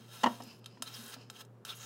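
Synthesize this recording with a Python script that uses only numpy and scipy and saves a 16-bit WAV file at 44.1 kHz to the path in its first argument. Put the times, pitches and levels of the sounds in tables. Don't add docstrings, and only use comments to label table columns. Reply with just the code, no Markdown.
import sys
import numpy as np
from scipy import signal
from scipy.io import wavfile
from scipy.ndimage import uniform_filter1d

SR = 44100
rng = np.random.default_rng(int(sys.argv[2]) if len(sys.argv) > 2 else 0)


def unload_wav(signal):
    wavfile.write(
        sys.argv[1],
        SR,
        np.round(np.clip(np.atleast_2d(signal).T, -1, 1) * 32767).astype(np.int16),
    )


N = 81585
T = np.arange(N) / SR
HZ = np.fft.rfftfreq(8192, 1 / SR)
IMPACT_T = T[:2 * len(HZ)]

# (frequency [Hz], gain [dB])
ROOM_NOISE_COLOUR = [(30, -46), (60, -59), (90, -14), (150, -2.5), (220, 1.5), (310, -7), (430, -2),
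                     (700, -12.5), (1200, -16), (2200, -28), (4500, -36), (16000, -43)]
# (time [s], blade ring [dB], wet hiss [dB])
STROKES = [
    [(0, -62.5, -95), (.065, -65, -77), (.135, -54, -61), (.23, -52, -65), (.33, -54, -67),
     (.47, -66.5, -66), (.53, -90, -74), (.6, -78, -75)],
    [(.83, -49.5, -71), (.855, -61, -65), (.877, -47, -81), (.91, -55, -73), (.945, -50.5, -58),
     (1.02, -55, -57), (1.11, -54, -55), (1.143, -46, -70), (1.16, -70, -73)],
    [(1.305, -77, -64), (1.345, -58.5, -89), (1.366, -56.5, -68), (1.38, -58, -79), (1.415, -46.5, -64),
     (1.425, -63, -67)],
    [(1.652, -53.5, -60), (1.7, -46, -59.5), (1.738, -56.5, -74), (1.758, -62.5, -55), (1.82, -50.5, -72),
     (1.85, -49.5, -68)],
]
# (frequency [Hz], width [Hz], gain [dB])
BLADE_MODES = [(1328, 42.5, 7), (1593, 215, -1), (2738, 115, 1.5), (3150, 84, 6.5), (3764, 81, 5),
               (4100, 134, 0.5), (5193, 106, 2), (6380, 380, -3), (8110, 300, -7.5), (9470, 210, -7.5)]
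# (frequency [Hz], gain [dB])
SCRAPE_COLOUR = [(100, -10.5), (300, -13.5), (900, -3.5), (1500, -9), (2250, -10), (3300, -8), (5800, -9),
                 (7500, -16), (16000, -13)]
# (frequency [Hz], gain [dB])
HISS_COLOUR = [(100, -54), (1500, -16), (4000, 0.5), (7000, 2.5), (11000, 7), (13500, 1), (16000, 1.5)]
# (time [s], duration sigma [s], pitch [Hz], half-width [Hz], level [dB])
CATCHES = [(0.87, 0.008, 4020, 250, -51), (0.948, 0.0057, 5150, 450, -47), (0.961, 0.0092, 3170, 119, -52),
           (1.085, 0.049, 1510, 220, -59), (1.145, 0.0052, 4770, 1500, -51),
           (1.362, 0.0054, 3090, 148, -51.5), (1.701, 0.0097, 3610, 334, -43),
           (1.708, 0.027, 1360, 150, -56), (1.728, 0.0093, 2870, 300, -51.5),
           (1.84, 0.05, 6580, 600, -54.5)]
# (time [s], pitch [Hz], level [dB])
PLOPS = [(0, 226, -48), (0.303, 228, -38), (0.363, 232, -47), (0.412, 260, -42.5), (0.461, 230, -46),
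         (.799, 250.5, -41.5), (0.984, 232.6, -40.5), (1.02, 220.6, -45), (1.16, 262, -46.5)]
# (time [s], level [dB], treble cutoff [Hz])
KNOCKS = [(0.2337, -27.5, 8900), (0.2353, -20, 2060), (0.2395, -17.5, 3000), (0.2481, -24, 1500),
          (0.2596, -18, 1400), (0.2634, -21.5, 1000), (0.267, -24.5, 2130), (.273, -18, 560),
          (0.403, -35.5, 900), (0.41, -41, 850), (.772, -49, 1100), (0.8225, -41, 1180),
          (1.164, -46.5, 800)]
# (frequency [Hz], width [Hz], gain [dB])
BOARD_MODES = [(244.4, 15.3, 11.5), (471, 92, -5.5), (606, 38, -3.5), (697, 52, 1.5), (875, 110, -3),
               (962, 51, 4.5), (1106, 78, -0.5), (1350, 130, -3), (1566, 62, -10), (1865, 114, 0),
               (2930, 270, 3.5)]
# (frequency [Hz], gain [dB])
BOARD_COLOUR = [(60, -64.5), (150, -43), (400, -40.5), (1000, -12), (2250, -45), (3400, -11.5), (4500, -11),
                (7000, -7), (9000, -16), (16000, -13)]
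# (time [s], level [dB])
SLEEVE_LEVELS = [(.42, -61.5), (.51, -55), (0.561, -63), (.605, -75), (.67, -65.5), (.77, -66.5),
                 (.81, -70.5), (1.16, -62.5), (1.226, -58.5), (1.27, -70), (1.43, -72), (1.47, -100)]
# (frequency [Hz], width [Hz], gain [dB])
SLEEVE_PEAKS = [(2670, 190, 13), (3020, 78, 15), (4170, 160, 9.5), (5050, 270, 15.5)]
# (frequency [Hz], gain [dB])
SLEEVE_COLOUR = [(200, 11.5), (800, 11.5), (2000, 0.5), (7000, -3), (13000, -23)]
# (time [s], level [dB], tilt [dB/octave], boost centre [Hz], boost [dB])
TAPS = [(0.4212, -48.5, -2, 5340, 15), (0.435, -52, 13, 6800, 11), (.643, -52.5, 0, 3230, 11),
        (0.6596, -40, 0, 3460, 7.5), (0.8223, -30, 1.5, 10200, 6.5), (1.2997, -39.5, -0.5, 3000, 1.5),
        (1.4495, -58.5, 2, 7100, 6), (1.65, -38.5, 2.5, 1310, 5.5)]
# (frequency [Hz], gain [dB])
TAP_COLOUR = [(100, -24.5), (400, -27), (900, 4.5), (2250, -28), (3900, -3.5), (5000, 0.5), (10000, -4),
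              (13000, -10), (16000, -22)]
ROOM_T60, ROOM_GAP_S = [(200, 0.35), (1500, 0.23), (6000, 0.1), (16000, 0.19)], 0.0013


def amp(db):
    return 10 ** (np.asarray(db) / 20)


def unit_rms(x):
    return x / np.sqrt(np.mean(x ** 2) + 1e-20)


def unit_energy(x):
    return x / np.linalg.norm(x)


def lookup(points, hz):
    f, value = np.transpose(points)
    return np.interp(np.log(hz + 1), np.log(f), value)


def add(mix, start_s, sound):
    part = mix[max(round(start_s * SR), 0):][:len(sound)]
    part += sound[:len(part)]


def bell(centre_hz, half_width_hz):
    return 1 / (1 + ((HZ - centre_hz) / half_width_hz) ** 2)


def body(colour, modes=()):
    peaks = sum(amp(db) ** 2 / (1 + ((HZ ** 2 - hz ** 2) / (width_hz * (HZ + 1))) ** 2)
                for hz, width_hz, db in modes)
    return np.sqrt(amp(lookup(colour, HZ)) ** 2 + peaks)


def ring(x, gain):
    log_gain = np.log(np.maximum(np.r_[gain, gain[-2:0:-1]], 1e-6))
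    response = np.fft.ifft(np.exp(np.conj(signal.hilbert(log_gain)))).real[:len(HZ)]
    return signal.fftconvolve(x, unit_energy(response))[:len(x)]


def appliance_hum(hz=117.3, db=-60.5, beat_hz=3.53, upper_db=-66, dip_s=0.235):
    rad_per_hz = 2 * np.pi * (T - dip_s)
    lower = amp(db) * np.sin(hz * rad_per_hz)
    upper = amp(upper_db) * np.sin((hz + beat_hz) * rad_per_hz)
    return np.sqrt(2) * (lower - upper)


def room_noise(db=-61.5):
    return amp(db) * ring(rng.standard_normal(N), body(ROOM_NOISE_COLOUR))


def friction(slips_per_s=23000, spread_db=2, judder_db=1, judder_s=0.008):
    slips = (rng.random(N) < slips_per_s / SR) * rng.standard_normal(N)
    slips *= amp(spread_db * np.minimum(rng.exponential(1, N), 4))
    knots_s = np.arange(0, 2, judder_s)
    judder = np.interp(T, knots_s, rng.standard_normal(N)[:len(knots_s)])
    return unit_rms(slips * amp(judder_db * judder))


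def wet_hiss(patch_db=2.2, patch_s=0.025, patch_hz=1400):
    hz, t, spectrum = signal.stft(ring(friction(), body(HISS_COLOUR)), SR, nperseg=256)
    patches = uniform_filter1d(rng.standard_normal(spectrum.T.shape), round(patch_s / t[1]), axis=0)
    patches = unit_rms(uniform_filter1d(patches, round(patch_hz / hz[1]), axis=1))
    return unit_rms(signal.istft(spectrum * amp(patch_db * patches.T), SR)[1][:N])


def wet_crackle(ticks_per_s=130, relative_db=-6, bands=6):
    out = np.zeros(N)
    for hz in np.geomspace(3500, 14000, bands):
        ticks = (rng.random(N) < ticks_per_s / bands / SR) * rng.uniform(-1.05, 1, N)
        out += ring(ticks, bell(hz, half_width_hz=1400))
    return amp(relative_db) * unit_rms(out)


def scraping(edge_s=0.0013):
    steel_gain, wet_gain = np.zeros((2, N))
    for stroke in STROKES:
        times_s, ring_db, hiss_db = np.transpose(stroke)
        outside_s = np.maximum(np.maximum(times_s[0] - T, T - times_s[-1]), 0)
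        contact = np.exp(-outside_s / edge_s)
        steel_gain += contact * amp(np.interp(T, times_s, ring_db))
        wet_gain += contact * amp(np.interp(T, times_s, hiss_db))
    steel = ring(friction(), body(SCRAPE_COLOUR, BLADE_MODES))
    return steel_gain * steel + wet_gain * (wet_hiss() + wet_crackle())


def plops(rise_s=0.008, t60_s=0.19):
    out = np.zeros(N)
    envelope = (1 - np.exp(-T / rise_s)) * np.exp(-np.log(1000) * T / t60_s)
    for start_s, hz, db in PLOPS:
        add(out, start_s, amp(db) * envelope * np.sin(2 * np.pi * hz * T))
    return out


def chatter(swell_s, low_cut_hz=500):
    burst = rng.standard_normal(len(IMPACT_T)) * IMPACT_T * np.exp(-IMPACT_T / swell_s)
    highpass = signal.butter(2, low_cut_hz, "high", fs=SR, output="sos")
    return unit_energy(signal.sosfilt(highpass, burst))


def board_knocks(cushion_hz=1400, chatter_ratio=1.5):
    out = np.zeros(N)
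    board = body(BOARD_COLOUR, BOARD_MODES)
    cushion = signal.butter(2, cushion_hz, fs=SR, output="sos")
    push = signal.sosfilt(cushion, signal.unit_impulse(len(IMPACT_T)))
    for start_s, db, cutoff_hz in KNOCKS:
        force = 10 * (push + chatter_ratio * chatter(swell_s=0.002)) / np.hypot(1, chatter_ratio)
        add(out, start_s, amp(db) * ring(force, board * bell(0, cutoff_hz)))
    return out


def board_clack(peak_s=0.2434, width_s=0.0021, hz=955, db=-12):
    t = T - peak_s
    return amp(db) * np.exp(-(t / width_s) ** 2) * np.cos(2 * np.pi * hz * t)


def sleeve():
    times_s, db = np.transpose(SLEEVE_LEVELS)
    envelope = amp(np.interp(T, times_s, db, -np.inf, -np.inf))
    return envelope * ring(friction(), body(SLEEVE_COLOUR, SLEEVE_PEAKS))


def blade_ring(rise_s=0.00018):
    modes = np.zeros(len(IMPACT_T))
    for hz, width_hz, db in BLADE_MODES:
        envelope = amp(db) * width_hz * np.exp(-np.pi * width_hz * IMPACT_T)
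        modes += envelope * np.sin(2 * np.pi * (hz * IMPACT_T + rng.random()))
    return unit_energy(modes * (1 - np.exp(-IMPACT_T / rise_s)))


def blade_taps(chatter_ratio=0.81, tilt_corner_hz=400):
    out = np.zeros(N)
    octaves = np.log2(1 + HZ / tilt_corner_hz)
    for start_s, db, tilt_db, boost_hz, boost_db in TAPS:
        colour = amp(tilt_db * octaves + boost_db * bell(boost_hz, half_width_hz=1050))
        strike = blade_ring() + chatter_ratio * ring(chatter(swell_s=0.0017), body(TAP_COLOUR))
        add(out, start_s, 10 * amp(db) * unit_energy(ring(strike, colour)))
    return out


def blade_catches():
    out = np.zeros(N)
    for peak_s, sigma_s, hz, half_width_hz, db in CATCHES:
        envelope = amp(db) * np.exp(-0.5 * ((T - peak_s) / sigma_s) ** 2)
        out += envelope * ring(friction(), bell(hz, half_width_hz))
    return out


def kitchen(x, tail_db):
    hz, t, spectrum = signal.stft(rng.standard_normal(SR // 2), SR, nperseg=256)
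    decay = np.exp(-np.log(1000) * t / lookup(ROOM_T60, hz)[:, None])
    tail = signal.istft(spectrum * decay, SR)[1]
    tail *= T[:len(tail)] > ROOM_GAP_S
    return x + amp(tail_db) * signal.fftconvolve(x, unit_energy(tail))[:N]


def scene():
    handling = kitchen(scraping() + blade_catches() + blade_taps() + plops() + sleeve(), tail_db=-10.5)
    knocks = kitchen(board_knocks() + board_clack(), tail_db=-15)
    return (handling + knocks + appliance_hum() + room_noise())[None]


def record(dry):
    low_cut_hz, high_cut_hz = 85, 15900
    highpass = signal.butter(6, low_cut_hz, "high", fs=SR, output="sos")
    lowpass = signal.firwin(511, high_cut_hz, window=("kaiser", 9), fs=SR)
    return signal.oaconvolve(signal.sosfilt(highpass, dry), lowpass[None], "same")


dry = scene()
out = record(dry)
unload_wav(out)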